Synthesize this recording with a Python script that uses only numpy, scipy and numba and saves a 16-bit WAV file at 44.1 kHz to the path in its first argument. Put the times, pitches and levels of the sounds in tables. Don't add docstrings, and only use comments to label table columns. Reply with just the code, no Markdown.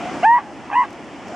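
import sys
import numpy as np
from scipy import signal
from scipy.fft import rfft, irfft
from scipy.io import wavfile
from scipy.ndimage import uniform_filter1d, map_coordinates
from numba import njit

SR = 44100
rng = np.random.default_rng(int(sys.argv[2]) if len(sys.argv) > 2 else 0)


def log_audio(samples):
    frames = np.atleast_2d(samples).T
    limited = np.clip(frames, -1, 1)
    pcm = np.round(limited * 32767).astype(np.int16)
    wavfile.write(sys.argv[1], SR, pcm)


N = 59535
T = np.arange(N) / SR


def young_seal():
    # time in seconds, pitch in Hz, level in dB,
    # then flutter depth, rasp and harshness, each from 0 to 1.
    yelps = [
        [(.224, 616, -33.5, .3, 0.97, .4), (.233, 689.2, -12, 0.23, 0.13, 0.74), (.254, 852, -7, 0, .03, 0.58),
         (.268, 894, -3.6, 0, 0, 0.3), (.305, 935.5, 0.6, 0.05, 0.03, 0.1),
         (.342, 971.4, 0.4, 0.05, 0.06, 0.11), (.379, 993.4, -3, 0.19, 0.12, 0),
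         (.389, 933, -10, 0.94, 0.47, .2), (.402, 856, -17, 0.34, 1, 0.35), (.425, 820, -34.5, 0.7, 0.5, .3)],
        [(.694, 992, -41.5, 0.27, 0.58, 0), (.702, 1015, -14, 0.26, 0.33, 0.08),
         (.709, 944, -30, 0.59, 0.74, 0.45), (.714, 907.6, -15, 0.74, 0.58, 1),
         (.728, 830, -19.5, 0.61, 0.5, 0.93), (.7295, 825.4, -8.5, 0.42, 0.12, 1),
         (.751, 887, -9.5, 0.37, 0.13, 1), (.758, 983, -2.5, 0.46, 0.03, 0.54),
         (.785, 1014, -0.2, 0.29, 0, 0.18), (.815, 1037, -1.5, .55, 0.04, 0.1),
         (.831, 1004, -7, 0.5, 0.13, 0.14), (.845, 867, -14.5, 0.9, 0.76, .5), (.86, 847, -22, 0.2, .95, .6),
         (.87, 790, -50, .6, .9, .5)],
    ]
    return sum(yelp(rows) for rows in yelps)


def yelp(rows):
    pitch_sag, pitch_jitter, rasp_jitter, pinch_harshness = .21, .0079, .056, 1.1
    times, hz, db, depth, rasp, harsh = np.array(rows, float).T
    hz, db, depth, rasp, harsh = (np.interp(T, times, c) for c in (hz, db, depth, rasp, harsh))
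    sounding = (T > times[0]) & (T < times[-1])
    pinch = depth * flutter(sounding)
    hz *= 1 - pitch_sag * pinch + pitch_jitter * wander(500) + rasp_jitter * rasp * wander(600)
    harsh = np.clip(harsh + pinch_harshness * pinch, 0, 1)
    tone = np.zeros(N)
    tone[sounding] = voice(hz[sounding], harsh[sounding])
    opening = 1 - pinch
    cry = tone * opening * np.sqrt(1 - rasp ** 2) + breath(opening, rasp)
    soft_edges = uniform_filter1d(sounding * 1., size=128)
    return cry * undb(db) * soft_edges


def voice(hz, harsh):
    # frequency in Hz, level of a harmonic there in dB.
    clear_levels = [(650, 0), (1000, -1), (1350, -18), (1800, -12), (2000, -14.5), (2700, -42.5),
                    (3100, -45), (3800, -56.5), (5200, -59), (8500, -61.5), (11000, -63.5), (13000, -73)]
    harsh_levels = [(650, -3), (1000, -2), (1350, -23.5), (1650, -7.5), (2100, -22.5), (2550, -13.5),
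                    (3000, -14.5), (3400, -48), (5200, -49), (8500, -47), (11000, -53), (13000, -64.5)]
    phase = cycles(hz)
    tone = np.zeros(len(hz))
    for k in range(1, 13):
        db = (1 - harsh) * at_hz(clear_levels, k * hz) + harsh * at_hz(harsh_levels, k * hz)
        tone += undb(db) * np.sin(k * phase)
    return np.sqrt(2) * tone


def flutter(sounding):
    # time in seconds, beats per second.
    beat_rates = [(.23, 179.7), (.37, 163.5), (.4, 257.6), (.728, 171.7), (.746, 75.3), (.812, 78),
                  (.828, 151.6), (.86, 246)]
    scatter, sharpness = .07, 2.2
    beat_hz = over_time(beat_rates) * (1 + scatter * wander(120))
    return (.5 + .5 * np.cos(cycles(beat_hz * sounding))) ** sharpness


def breath(opening, rasp):
    # ringing frequency in Hz, width in Hz, relative level in dB.
    throat = [(820, 160, -6), (1114, 108, 5), (1632, 140, -5), (1997, 400, -11), (2480, 220, -15.5)]
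    rasp_db, hiss_db = -1.5, -54.5
    air = rng.standard_normal(N) * opening
    rattle = unit(sum(undb(db) * resonate(air, hz, width) for hz, width, db in throat))
    hiss = unit(resonate(air, hz=9200, width_hz=2900))
    return undb(rasp_db) * rasp * rattle + undb(hiss_db) * hiss


def echo(x, level_db=-38, delay_s=.025, fade_60_db_s=.28):
    fade = (T > delay_s) * np.exp(-np.log(1000) * T / fade_60_db_s)
    tail = unit(rng.standard_normal((2, N)) * fade) / np.sqrt(N)
    return undb(level_db) * signal.fftconvolve(x[None], tail, axes=1)[:, :N]


def far_seals(overtone_db=-11):
    # start and length in seconds, first and last pitch in Hz, level in dB,
    # wobble as a fraction of the pitch.
    calls = [(-.02, 0.154, 655, 771.7, -32.5, 0.015), (0.127, 0.067, 676.5, 656, -39, 0.1),
             (0.424, 0.11, 834.6, 804, -32, .03), (1.291, 0.15, 652.6, 611, -26, 0.18)]
    out = np.zeros(N)
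    for start, length, from_hz, to_hz, db, wobble in calls:
        progress = np.clip((T - start) / length, 0, 1)
        glide_hz = from_hz + (to_hz - from_hz) * progress
        phase = cycles(glide_hz * (1 + wobble * wander(250)))
        swell = np.sqrt(8 * progress * (1 - progress))
        out += undb(db) * swell * (np.sin(phase) + undb(overtone_db) * np.sin(2 * phase))
    return out


def ticks(fade_s=.003):
    # start in seconds, level in dB.
    bursts = [(0.906, -39), (0.929, -36.5), (1.044, -45), (1.284, -36), (1.328, -51)]
    loudness = sum(undb(db) * (T >= start) * np.exp(-np.abs(T - start) / fade_s) for start, db in bursts)
    return loudness * unit(resonate(rng.standard_normal(N), hz=5770, width_hz=3400))


def surf(swell_db=.55, flicker_db=.8):
    # frequency in Hz, relative level in dB.
    spectrum = [(20, -33.5), (40, -24.5), (65, -15.5), (110, -12), (170, -6.5), (300, 1), (450, -9),
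                (750, -4.5), (1200, -13), (1600, -16), (2100, -15.5), (3000, -19.5), (3900, -32),
                (5300, -28), (7500, -34), (10000, -46.5), (13000, -70.5), (16000, -74.5)]
    # frequency in Hz, level in dB of the side (opposite in the two ears)
    stereo_width = [(30, 4), (60, 9.5), (125, -7), (250, -17), (600, -20), (1500, -14.5), (4000, -9),
                    (8000, -5.5), (14000, 5.5)]
    # time in seconds, level in dB.
    levels = [(0, -28), (.15, -27), (.25, -29.5), (.4, -28), (.6, -27), (.9, -28.5), (1.15, -28),
              (1.35, -25.5)]
    hz = np.arange(N // 2 + 1) * SR / N
    colour = undb(at_hz(spectrum, hz))
    mid, side = (rfft(rng.standard_normal(N)) * colour for _ in range(2))
    ears = mid + side * undb(at_hz(stereo_width, hz)) * np.array([[1], [-1]])
    octave = np.floor(np.log2(np.maximum(hz, 64)))
    bands = (irfft(ears * (octave == k), N) for k in np.unique(octave))
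    swell = swell_db * wander(4)
    rush = sum(band * undb(swell + flicker_db * wander(25)) for band in bands)
    return unit(rush) * undb(over_time(levels))


def undb(db):
    return 10 ** (np.asarray(db) / 20)


def unit(x):
    return x / np.sqrt(np.mean(x ** 2))


def wander(rate):
    hold = max(int(SR / rate), 1)
    steps = np.repeat(rng.standard_normal(N // hold + 1), hold)
    return 1.3 * uniform_filter1d(uniform_filter1d(steps, hold), hold)[:N]


def over_time(points):
    return np.interp(T, *np.array(points).T)


def at_hz(points, hz):
    point_hz, db = np.array(points, float).T
    return np.interp(np.log(hz + 1), np.log(point_hz), db)


def resonate(x, hz, width_hz):
    peak = signal.iirpeak(hz, hz / width_hz, fs=SR)
    return signal.lfilter(*peak, signal.lfilter(*peak, x))


def cycles(hz):
    return 2 * np.pi * np.cumsum(hz) / SR


@njit
def follow(x, attack, release):
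    out, level = np.empty(len(x)), 0.
    for i in range(len(x)):
        level += (x[i] - level) * (attack if x[i] > level else release)
        out[i] = level
    return out


def scene():
    left_lag_s, pan_db = .000035, .35
    seal = young_seal()
    left = map_coordinates(seal, [(T - left_lag_s) * SR])
    ears = np.array([left * undb(-pan_db), seal * undb(pan_db)])
    return ears + echo(seal) + far_seals() + ticks() + surf()


def record(dry):
    threshold_db, ratio, attack_s, release_s, top_hz = -11, 8.7, .00097, 2.6, 15700
    level = follow(np.abs(dry).mean(axis=0), 1 / (attack_s * SR), 1 / (release_s * SR)) / np.sqrt(2)
    gain = np.minimum(undb(threshold_db) / (level + 1e-9), 1) ** (1 - 1 / ratio)
    treble_cut = signal.ellip(8, .2, 70, top_hz, fs=SR, output="sos")
    return signal.sosfilt(treble_cut, dry * gain)


dry = scene()
out = record(dry)
log_audio(out)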